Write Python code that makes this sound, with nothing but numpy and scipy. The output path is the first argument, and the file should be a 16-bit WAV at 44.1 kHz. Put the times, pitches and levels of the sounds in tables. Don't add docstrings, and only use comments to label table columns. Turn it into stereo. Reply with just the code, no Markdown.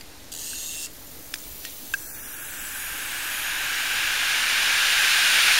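import sys
import numpy as np
from scipy import signal
from scipy.fft import rfft, irfft, next_fast_len
from scipy.io import wavfile
from scipy.ndimage import uniform_filter1d

SR = 44100
rng = np.random.default_rng(int(sys.argv[2]) if len(sys.argv) > 2 else 0)


def unload_wav(signal):
    wavfile.write(
        sys.argv[1],
        SR,
        np.round(np.clip(np.atleast_2d(signal).T, -1, 1) * 32767).astype(np.int16),
    )


def invert_db(level):
    return 10 ** (np.asarray(level, dtype=float) / 20)


N = 246519
T = np.arange(N) / SR


def speed(t):
    start_s, gain_per_s, top_steps_per_s = .623, 98.1, 990
    return top_steps_per_s * np.tanh(gain_per_s * np.maximum(t - start_s, .01) / top_steps_per_s)


def whine():
    # f/Hz, width/Hz
    frame_low = [(6000, 100), (6780, 110), (7100, 70), (7730, 90), (8430, 120), (9300, 200), (10110, 140)]
    # f/Hz, width/Hz
    frame_mid = [(11280, 260), (12280, 170), (13020, 200), (13300, 250), (13600, 200)]
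    # f/Hz, width/Hz
    frame_top = [(14030, 220), (15150, 150), (15620, 180)]
    # level/dB, loudest at speed/(steps/s)
    wake = [(-9.5, 140), (-4, 286), (-19, 95), (-5.5, 230), (-7.5, 247), (-5.5, 228), (-3, 248), (-10, 174),
            (-6.5, 230), (-6.5, 220), (-5.5, 82), (-9, 360), (-4.5, 220), (-10.5, 124), (-3.5, 115)]
    # f/Hz, level/dB
    between = [(2500, -41), (4500, -12), (5500, -7), (6500, -2), (8000, -2), (11000, -2), (14000, -2),
               (16000, -11)]
    # multiple, level/dB, loudest at t/s, duration/s
    multiples = [
        (48, -48, 4.0, .25),
        (38, -49, 4.35, .25),
        (32, -49, 4.65, .3),
        (24, -48, 5.0, .5),
    ]
    coils_on_s, rise_s = .9, .04
    full_steps_per_s = 243
    lull_db, lull_steps_per_s, lull_spread = -3, 370, 30

    rate = speed(T)
    level_db = -39.5 + 2.5 * np.log2(np.minimum(rate / full_steps_per_s, 1))
    level_db = level_db + lull_db * bump(rate, lull_steps_per_s, lull_spread)
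    on = np.clip((T - coils_on_s) / rise_s + .5, 0, 1) * (T > coils_on_s)

    steps = np.cumsum(rate * (T > coils_on_s)) / SR
    snap = np.diff(np.floor(steps), prepend=0) * np.sqrt(SR / rate)
    chatter = (.9 + np.exp(-(steps % 1) / .35)) * rng.standard_normal(N)
    drive = .3 * snap + chatter

    rings = 0
    for (hz, width), (db, best) in zip(frame_low + frame_mid + frame_top, wake):
        waver = invert_db(db + 1.1 * drift(3.096))
        rings = rings + waver * bump(rate, best, 94) * evened(ring(drive, hz, width))
    broad = evened(shaped(drive, lambda hz: invert_db(read(between, hz))))
    clean = 0
    for k, db, s, span in multiples:
        clean = clean + invert_db(db) * bump(T, s, span) * np.cos(2 * np.pi * k * steps) * (k * rate < 17000)
    return invert_db(level_db) * (rings + broad) * on + clean


def search():
    # start t/s, hold/s, level/dB
    search_at = (.318, .542, -33)
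    weak_kicks = [2, 4, 6, 8, 10]
    # f/Hz, level/(dB per Hz)
    kick_colour = [(1060, -12), (1800, 7.5), (2380, -38), (2680, -24), (2910, -5.5), (3320, -5.5),
                   (5580, -7), (6650, 0), (9120, -4.5), (9820, -8), (14000, -9), (16000, -16), (16500, -46)]
    # f/Hz, width/Hz, level/dB
    kick_rings = [(2730, 35, -8), (3300, 36, -13), (4500, 36, -17), (4860, 33, -1), (5470, 71, -4),
                  (6000, 54, -5), (6240, 27, -3), (6900, 49, 5), (7600, 32, -8), (7800, 38, 2),
                  (8230, 50, 0.5), (8460, 22, -6), (9280, 36, 1), (10800, 70, -7)]
    kicks_hz, release_s = 161.2, .012

    start, hold, top_db = search_at
    end = start + hold + release_s
    since = np.clip(T - start, 0, hold)
    level_db = top_db + held_db(start, hold, 0, 16 / release_s)
    low_db = -21.5 + 20 * since
    middle_db = -8 - 11 * np.exp(-since / .08)

    kicks = (T - start) * kicks_hz
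    on = (T >= start) & (T < end)
    strength = on * np.where(np.isin(kicks.astype(int), weak_kicks), .25, 1)
    burst = 8 * smear(spread_ms=1.3)
    alike = 1.48 * signal.oaconvolve(np.diff(np.floor(kicks), prepend=0), burst)[:N]
    swell = np.sin(np.pi * np.minimum(kicks % 1 / 0.8, 1) ** 0.48) ** 2
    puff = (0.51 + swell) * rng.standard_normal(N)
    drive = strength * (alike + puff)

    broad = shaped(drive, lambda hz: invert_db(read(kick_colour, hz)))
    patches = [invert_db(1.1 * drift(11.4)) * ring(broad, hz, 1200) for hz in np.linspace(2800, 15400, num=15)]
    broad = evened(sum(patches))
    broad = signal.sosfilt(signal.butter(6, 2550, "high", fs=SR, output="sos"), broad)
    rings = [invert_db(db + 1.5 * drift(6.5)) * ring(drive, hz, width + 30) for hz, width, db in kick_rings]
    low = invert_db(low_db) * evened(ring(ring(drive, 2740, 55), 2620, 120))
    middle = invert_db(middle_db) * evened(ring(ring(drive, 6745, 70), 6800, 200))
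    body = invert_db(0.5) * broad + invert_db(-6.5) * evened(sum(rings)) + invert_db(-2.0) * low + invert_db(-6.0) * middle
    return invert_db(level_db) * body * np.sqrt((end - start) * SR / N)


def air():
    # f/Hz, level/(dB per Hz)
    rush_colour = [(150, -47.5), (250, -19.5), (513, -21.5), (868, -15), (1210, -10.5), (1600, -2),
                   (2010, -6), (2860, -2.5), (4670, -6.5), (7370, -10.5), (7760, -14), (9420, -11.5),
                   (13000, -20), (15700, -21), (16500, -53)]
    # f/Hz, width/Hz, level/dB
    hollow_rings = [(1622, 320, 4), (2374, 450, 4.5), (2790, 220, 2.5), (3700, 550, 2), (840, 77, 3.5)]
    # f/Hz, growth/(dB per dB)
    growth = [(400, 0.95), (780, .8), (1150, 0.88), (1600, 0.85), (2050, 1.09), (2800, 1.18), (3400, 1.21),
              (4300, 1.43), (5500, 1.21), (9000, 1.33), (15000, 1.35)]
    from_steps_per_s = 107

    def field_db(hz, t):
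        hollows = sum(db / (1 + (2 * (hz - f) / width) ** 2) for f, width, db in hollow_rings)
        excess = np.maximum(speed(t) - from_steps_per_s, 1)
        under_db = 32.5 * np.log10(excess / (speed(N / SR) - from_steps_per_s))
        return read(rush_colour, hz) + hollows + read(growth, hz) * under_db

    noise = hiss(field_db, patchy_db=0.53)
    return invert_db(-17) * noise / noise[:, -SR // 4:].std()


def clicks():
    # t/s, peak level/dB, scuff level/dB, time until the grip stops the ring/ms
    touches = [
        (0.0094, -26, 0.5, 150),
        (0.2434, -37, -1, 12),
        (0.531, -28, -3, 5.2),
        (0.868, -31, -1, 40),
        (1.3394, -12, -1.5, 14),
        (1.3566, -21.5, -7, 9),
        (1.4369, -31, 3, 8),
        (1.6504, -15, -3, 37),
        (1.938, -10.5, -2.5, 11.6),
    ]
    # f/Hz, level/dB, time to fall 60 dB/s
    lid = [(2090, -17.5, 0.6), (2520, 2, 0.0073), (5000, 0, 0.0071), (6200, 4, .01), (7460, 7, .008)]
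    # f/Hz, level/dB, time to fall 60 dB/s
    skin = [(2360, -4, 0.011), (4800, 3, 0.0069), (6100, -3, 0.011), (7400, 8, .008)]
    # f/Hz, level/dB, time to fall 60 dB/s
    latch = [(1600, -3.5, 0.14), (2625, -5.5, 0.039), (3450, -29, 0.018), (4790, -16, 0.026),
             (6250, -29, .02)]
    # f/Hz, level/dB, time to fall 60 dB/s
    stop = [(1300, 0, 0.022), (1900, -6, 0.022), (2750, 2, 0.022), (7770, -8, .2)]
    # f/Hz, level/dB, time to fall 60 dB/s
    case = [(1850, 4, 0.0082), (2500, 4, 0.0065), (4800, -15, 0.0052), (5500, 5, 0.011), (7100, -12, 0.011),
            (10600, -10, .008)]
    # f/Hz, level/dB, time to fall 60 dB/s
    rim = [(2260, -8, 0.0043), (2770, 0, 0.005), (3430, 1, 0.0036), (6140, -2, .015), (1870, -16, 0.12)]
    parts = [lid, skin, latch, stop, case, skin, skin, rim, latch]
    rattle_ms, scuff_hz = 3.4, 4640

    out, t = np.zeros(N + 8000), np.arange(8000) / SR
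    fade = np.exp(-t * 1000 / rattle_ms) * np.minimum(t / .0004, 1)
    for (s, peak_db, scuff_db, held_ms), modes in zip(touches, parts):
        chance = rng.standard_normal((2, 8000))
        knocks = chance[0] ** 3 * fade ** 2 * 0.049
        knocks[24:28] += 1
        rings = sum(invert_db(db - 60 * t / t60) * np.sin(2 * np.pi * hz * t) for hz, db, t60 in modes)
        rung = signal.fftconvolve(knocks, rings)[:8000] * np.exp(-(t * 1000 / held_ms) ** 3)
        scuff = ring(chance[1] * fade, scuff_hz, 0.87 * scuff_hz)
        out[round(s * SR):][:8000] += invert_db(peak_db) * (rung / abs(rung).max() + invert_db(scuff_db) * scuff)
    thin = signal.butter(4, 1300, "high", fs=SR, output="sos")
    return signal.sosfilt(thin, out[:N])


def rub():
    # start t/s, hold/s, level/dB, release/(dB/s)
    strokes = [
        (1.4, .52, -50, 60),
        (1.648, .012, -44, 250),
    ]
    noise = evened(hiss(lambda hz, t: 0 * t - 9 * np.log2((hz + 1) / 3800) ** 2, patchy_db=1.8))
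    return sum(invert_db(db + held_db(s, hold, 904, fall)) for s, hold, db, fall in strokes) * noise


def room():
    # f/Hz, level/(dB per Hz)
    fan_colour = [(12, -32), (20, 0), (22, -3), (53, 0.5), (91, -24), (125, -2), (168, -13), (226, -12.5),
                  (274, -2.5), (333, -8), (353, -14), (468, -9.5), (700, -18), (910, -16.5), (1540, -120)]
    # f/Hz, level/(dB per Hz)
    hiss_colour = [(350, -39.5), (600, -8.5), (689, -11.5), (1140, -12), (1670, -10.5), (3080, -13),
                   (4180, -11.5), (14800, -21), (16500, -31)]
    # f/Hz, likeness from -1 to 1
    room_same = [(60, 0.41), (130, -0.39), (290, 0.11), (640, -0.18), (1410, -0.46), (3100, -0.31),
                 (6820, -0.27), (15000, 0.15)]
    # f/Hz, level/dB
    room_lean = [(60, 1.1), (240, 1.9), (950, 0.38), (3770, 0.79), (15000, -0.85)]
    rumble = invert_db(-50) * evened(hiss(lambda hz, s: read(fan_colour, hz) + 0 * s, patchy_db=1.14))
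    floor = invert_db(-46.5) * evened(hiss(lambda hz, s: read(hiss_colour, hz) + 0 * s, patchy_db=1.5))
    return invert_db(3.5) * ports(rumble + floor, room_same, room_lean, [(1, 0), (2, 0)])


def scattered(x, spread_ms):
    turn = 2 * np.pi * 1.7 * T
    paths = [signal.oaconvolve(x * share, smear(spread_ms))[:N] for share in (np.cos(turn), np.sin(turn))]
    return np.array([x, sum(paths)])


def smear(spread_ms):
    late = np.repeat(rng.exponential(spread_ms * SR / 1000, 128), 8)
    return irfft(np.exp(-2j * np.pi * np.cumsum(np.minimum(late, 1500)) / 2046))


def ports(pair, same, lean, lead):
    def like(hz):
        return np.clip(read(same, hz), -1, 1)

    def tilt(hz):
        return invert_db(read(lean, hz) / 2)

    left = shaped(pair[0], tilt)
    shared = shaped(pair[0], lambda hz: like(hz) * np.exp(-1j * read(lead, hz)) / tilt(hz))
    other = shaped(pair[1], lambda hz: np.sqrt(1 - like(hz) ** 2) / tilt(hz))
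    return np.array([left, shared + other])


def hiss(field_db, patchy_db):
    frames, hz = N // 256 + 5, np.fft.rfftfreq(1024, 1 / SR)
    a, b, patches = rng.standard_normal((2, frames, 513, 3)).T
    patches = uniform_filter1d(uniform_filter1d(patches, size=10, axis=0), size=8, axis=1)
    level_db = field_db(hz[:, None], np.arange(frames) * 256 / SR)[..., None]
    z = (a + 1j * b) * invert_db(level_db + patchy_db * evened(patches))
    return signal.istft(z.transpose(2, 0, 1), nperseg=1024, noverlap=768)[1][:, :N]


def ring(x, hz, width_hz):
    r = np.exp(-np.pi * width_hz / SR)
    turn = 2 * np.pi * hz / SR
    return signal.lfilter([(1 - r * r) / 2, 0, (r * r - 1) / 2], [1, -2 * r * np.cos(turn), r * r], x)


def drift(rate_hz):
    t = T[::200]
    waves = [np.sin(2 * np.pi * (f * t + rng.random())) for f in rate_hz * np.geomspace(.2, 1, num=6)]
    return np.interp(T, t, evened(sum(waves)))


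def shaped(x, gain):
    size = next_fast_len(N + 4096)
    return irfft(rfft(x, size) * gain(np.fft.rfftfreq(size, 1 / SR)), size)[..., :N]


def evened(x):
    return x / np.sqrt(np.mean(x ** 2) + 1e-20)


def read(points, hz):
    f, value = np.transpose(points)
    return np.interp(np.log(hz + 1), np.log(f + 1), value)


def bump(x, centre, spread):
    return np.exp(-((x - centre) / spread) ** 2)


def held_db(start, hold, rise, fall):
    return -rise * np.maximum(start - T, 0) - fall * np.maximum(T - start - hold, 0)


def starved(x, under_db):
    hz, _, z = signal.stft(x, SR, nperseg=1024, noverlap=768)
    power = abs(z.mean(axis=0)) ** 2
    power = uniform_filter1d(uniform_filter1d(power, size=7, axis=0), size=6, axis=1)
    treble = uniform_filter1d(power[(hz > 9000) & (hz < 15000)].mean(axis=0), size=7)
    treble = np.where(treble > 5 * np.percentile(treble, q=3), treble, 0)
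    middle = (hz > 2300) & (hz < 6800)
    weak = (power < treble * invert_db(2 * under_db)) & middle[:, None]
    return signal.istft(z * np.where(weak, .05, 1), SR, nperseg=1024, noverlap=768)[1][:, :N]


def scene():
    # f/Hz, likeness from -1 to 1
    drive_same = [(300, -1), (700, 1.6), (1500, 1.6), (3100, 0.78), (6000, 0.08), (9000, 0.33),
                  (14000, 0.44)]
    # f/Hz, level/dB
    drive_lean = [(300, 1.5), (950, 2.5), (2400, .5), (4500, -2), (8000, -4.5), (15000, -2)]
    # f/Hz, phase/rad
    drive_lead = [(300, -1.1), (700, -0.46), (3700, -0.43), (5900, 0.91), (7800, -0.54), (10800, -1.05),
                  (14000, 0.64)]
    motor = scattered(search() + whine(), spread_ms=2.5)
    taps = scattered(clicks(), spread_ms=0.808)
    return ports(motor + air() + rub() + taps, drive_same, drive_lean, drive_lead) + room()


def top_cut(x):
    return signal.sosfilt(signal.butter(12, 17090, fs=SR, output="sos"), x)


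def record(dry):
    def response(hz):
        notch = 1 - .88 / (1 + ((hz - 7890) / 75) ** 2)
        band_limit = 1 / (1 + (hz / 15800) ** 400)
        return notch * band_limit

    heard = shaped(starved(dry, under_db=-6.9), response)
    return top_cut(heard - .0043)


dry = scene()
out = record(dry)
unload_wav(out)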